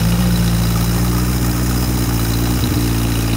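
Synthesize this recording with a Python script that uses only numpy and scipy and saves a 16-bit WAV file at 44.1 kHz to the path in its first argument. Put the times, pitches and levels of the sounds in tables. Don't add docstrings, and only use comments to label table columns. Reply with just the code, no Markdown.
import sys
import numpy as np
from scipy import signal
from scipy.fft import rfft, irfft
from scipy.io import wavfile

SR = 44100
rng = np.random.default_rng(int(sys.argv[2]) if len(sys.argv) > 2 else 0)


def ratio_of_db(decibels):
    return 10 ** (np.asarray(decibels, float) / 20)


def to_wav(s):
    ch = np.atleast_2d(s).T
    pcm = np.round(np.clip(ch, -1, 1) * 32767)
    wavfile.write(sys.argv[1], SR, pcm.astype(np.int16))


N = 148176

# t/s, firing rate/Hz
FIRING_RATE = [(0.0, 55.12), (0.2, 60.18), (0.5, 57.27), (0.75, 57.43), (1.0, 59.32), (1.2, 59.77),
               (1.32, 61.46), (1.5, 59.23), (1.62, 60.78), (1.9, 61.5), (2.05, 58.86), (2.25, 56.46),
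               (2.42, 58.73), (2.6, 60.64), (2.8, 58.37), (2.95, 57.5), (3.15, 57.2), (3.36, 56.5)]
# t/s, place/[0 exhaust end, 1 far end], intake closeness/[0-1], valve cover view/[0-1]
CAMERA_PATH = [
    (0, 0.11, 0, 0.7),
    (.4, 0.26, 0, 0.53),
    (.9, 0.48, 0.5, 0.42),
    (1.4, 0.68, .8, 0.17),
    (1.9, 0.78, 1, 0.22),
    (2.4, 0.83, 0.9, 0.65),
    (2.9, 0.88, 0.5, 0.69),
    (3.36, 0.91, 0, 0.83),
]
# t/s, share of blow lost/[above 1 the pipe sucks back], pop level of next firing/dB
MISSED_CHARGES = [(.162, 0.6, 1), (.367, 0.51, 1), (.85, 0.31, .7), (.969, .45, 1), (1.238, .35, .7),
                  (1.387, 0.63, 0.4), (1.519, 0.59, 1), (1.553, 0.54, .7), (1.849, 0.56, 0.83),
                  (1.968, .5, 0.56), (2.047, 0.77, 0.57), (2.251, 0.27, .7), (2.594, 1.48, -1.5),
                  (2.677, 1.46, -1.7), (2.728, 1.42, -1.7), (3.084, 0.35, 0.9)]
CYLINDER_LEVELS_DB = [-2.5, -0.03, 0.85, 2.5]
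VALVE_LEVELS_DB = [0.29, 0.58, 0.27, -0.98]
# f/Hz, width/Hz, polarity/[+-1]
PIPE_MODES = [(59, 24, -1), (116, 46, 1), (178, 42, 1), (243, 28, 1), (297, 30, 1), (348, 34, 1),
              (420, 40, 1), (530, 50, 1)]
# level at exhaust end/dB, level at far end/dB
PIPE_LEVELS_DB = [(-23, -23), (-17, -19.5), (-14.5, -26.5), (-49.5, -21.5), (-38.5, -22), (-39, -29.5),
                  (-50.5, -37), (-32, -57)]
# f/Hz, width/Hz, level with cover hidden/dB, level in view/dB
CASING_MODES = [(821, 80, -39, -37.5), (1248, 100, -34, -44), (1490, 140, -44.5, -42), (1843, 35, -43, -47),
                (2520, 150, -72, -30.5), (2870, 120, -48.5, -37.5), (3832, 270, -52, -38),
                (3960, 130, -42, -36), (4970, 120, -39, -41.5), (5210, 86, -39, -42), (6650, 710, -41, -67),
                (8460, 110, -48, -68)]
# f/Hz, level/dB
ROAR_SPECTRUM = [(220, 6), (380, -27), (591, 3), (1270, 4.5), (2070, -0.5), (2360, 2.5), (3600, -8),
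                 (4680, -30), (7920, -120)]
# f/Hz, width/Hz, level away from intake/dB, level close to it/dB
INTAKE_MODES = [(3700, 2100, -42, -60), (5453, 1200, -39, -40.5), (6800, 1530, -40, -37),
                (8723, 1200, -41.5, -41.5), (9990, 1300, -40.5, -39), (11320, 2000, -41.5, -43.5),
                (14540, 3000, -36, -32), (14500, 500, -67, -48.5)]

START_TURN = -0.28
UNEVEN_DB, JITTER_S = 0.3, 0.00035
LATE_BURN_S, LATE_BURN_SHARE = 0.024, 0.56
VALVE_PHASE, VALVE_RISE, VALVE_FALL = 0.476, 0.056, 0.54
KNOCK_SPREAD_DB = 1.13
TICKS_PER_S, TICK_SPREAD_DB, PART_SPREAD_DB = 1300, 3, 3.5
ROAR_DB, ROAR_GATE_SHARE = -33.5, 0.58
WASH_DB, WASH_HZ, WASH_WIDTH_HZ = -30.5, 260, 240
HISS_GATE_SHARE, FLUTTER_DB = 0.35, 1
ROCK_DB, ROCK_HZ, ROCK_WIDTH_HZ = -36, 76.4, 28
MAX_FIRINGS = 400


def evened(x):
    return x / np.sqrt(np.mean(x ** 2) + 1e-20)


def curve(table, column=1):
    rows = np.array(table)
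    return np.interp(np.arange(N) / SR, rows[:, 0], rows[:, column])


def fade_db(from_db, to_db, position):
    return ratio_of_db(from_db + (to_db - from_db) * position)


def ring(x, hz, width_hz):
    radius = np.exp(-np.pi * width_hz / SR)
    return signal.lfilter([0, 1], [1, -2 * radius * np.cos(2 * np.pi * hz / SR), radius * radius], x)


def swell(x, hz, width_hz):
    return ring(ring(x, hz, width_hz), hz, width_hz)


def drift(rate_hz):
    lowpass = signal.butter(2, rate_hz, fs=SR, output="sos")
    return evened(signal.sosfilt(lowpass, rng.standard_normal(N)))


def firings():
    turns = START_TURN + np.cumsum(curve(FIRING_RATE)) / SR
    at = np.nonzero(np.diff(np.floor(turns)))[0]
    count = len(at)
    luck = rng.standard_normal((count, 2))
    strength = ratio_of_db(np.resize(CYLINDER_LEVELS_DB, count) + UNEVEN_DB * luck[:, 0])
    late = np.zeros(count)
    strength[0] *= 1.8
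    for t_s, lost, pop_db in MISSED_CHARGES:
        k = np.argmin(abs(at - t_s * SR))
        strength[k] *= 1 - lost
        strength[k + 1] *= ratio_of_db(pop_db)
        late[k] = LATE_BURN_SHARE * lost ** 2
    blow_at = at + JITTER_S * SR * luck[:, 1]
    late_at = at + LATE_BURN_S * SR
    all_at = np.clip(np.concatenate([blow_at, late_at]), 0, N - 1).astype(int)
    return turns, all_at, np.concatenate([strength, late])


def valve_gate(turns):
    phase = (turns - VALVE_PHASE) % 1
    number = np.floor(turns - VALVE_PHASE).astype(int) + 1
    force_db = np.resize(VALVE_LEVELS_DB, MAX_FIRINGS) + KNOCK_SPREAD_DB * rng.standard_normal(MAX_FIRINGS)
    shape = (1 - np.exp(-phase / VALVE_RISE)) * np.exp(-phase / VALVE_FALL)
    return evened(ratio_of_db(force_db)[number] * shape), number


def low_wash():
    noise = np.diff(rng.standard_normal(N + 1))
    return ratio_of_db(WASH_DB) * evened(ring(noise, WASH_HZ, WASH_WIDTH_HZ))


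def roar(gate):
    hz = np.fft.rfftfreq(N, 1 / SR) + 1
    f, level_db = np.transpose(ROAR_SPECTRUM)
    colour_db = np.interp(np.log(hz - 1 + 1), np.log(f), level_db)
    colour_db -= 51 * np.maximum(np.log2(f[0] / hz), 0)
    colour_db -= 30 * np.maximum(np.log2(hz / f[-1]), 0)
    puffs = rng.standard_normal(N) * (1 - ROAR_GATE_SHARE + ROAR_GATE_SHARE * gate)
    return ratio_of_db(ROAR_DB) * evened(irfft(rfft(puffs) * ratio_of_db(colour_db), N))


def intake(gate):
    air = rng.standard_normal(N) * (1 - HISS_GATE_SHARE + HISS_GATE_SHARE * gate)
    air *= ratio_of_db(FLUTTER_DB * drift(40))
    near = curve(CAMERA_PATH, column=2)
    out = np.zeros(N)
    for k, (hz, width_hz, away_db, close_db) in enumerate(INTAKE_MODES):
        gain = fade_db(away_db, close_db, near) * ratio_of_db(0.81 * drift(18))
        out += (-1) ** k * gain * evened(swell(air, hz, width_hz))
    return out


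def rocking(at, strength):
    half = len(at) // 2
    jolts = np.zeros(N)
    jolts[at[:half]] = strength[half:] ** 2
    return ratio_of_db(ROCK_DB) * evened(swell(jolts, ROCK_HZ, ROCK_WIDTH_HZ))


def clatter(gate, number):
    view = curve(CAMERA_PATH, column=3)
    out = np.zeros(N)
    for hz, width_hz, hidden_db, seen_db in CASING_MODES:
        struck = rng.random(N) < TICKS_PER_S / SR
        size = np.minimum(rng.exponential(1, N), 4)
        sign = rng.choice([-1., 1.], N)
        part_db = PART_SPREAD_DB * rng.standard_normal(MAX_FIRINGS)[number]
        ticks = gate * sign * ratio_of_db(part_db + TICK_SPREAD_DB * size) * struck
        gain = fade_db(hidden_db, seen_db, view) * ratio_of_db(0.4 * drift(12))
        out += gain * evened(ring(np.diff(ticks, prepend=0), hz, width_hz))
    return out


def exhaust(at, strength):
    blows = np.zeros(N)
    blows[at] = strength
    place = curve(CAMERA_PATH)
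    out = np.zeros(N)
    for (hz, width_hz, sign), (exhaust_end_db, far_end_db) in zip(PIPE_MODES, PIPE_LEVELS_DB):
        out += sign * fade_db(exhaust_end_db, far_end_db, place) * evened(swell(blows, hz, width_hz))
    return out


def scene():
    turns, at, strength = firings()
    gate, number = valve_gate(turns)
    gas = low_wash() + roar(gate) + intake(gate)
    metal = rocking(at, strength) + clatter(gate, number)
    return (gas + metal + exhaust(at, strength))[None]


def top_cut(x):
    return signal.sosfilt(signal.butter(12, 16600, fs=SR, output="sos"), x)


def record(dry):
    mix = signal.sosfilt(signal.butter(2, 36., "high", fs=SR, output="sos"), dry)
    mix = signal.sosfiltfilt(signal.butter(2, 33., "high", fs=SR, output="sos"), mix)
    treble_cut = signal.firwin(901, 15760, window=("kaiser", 9), fs=SR)
    mix = signal.oaconvolve(mix, treble_cut[None], "same")
    return top_cut(mix)


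dry = scene()
out = record(dry)
to_wav(out)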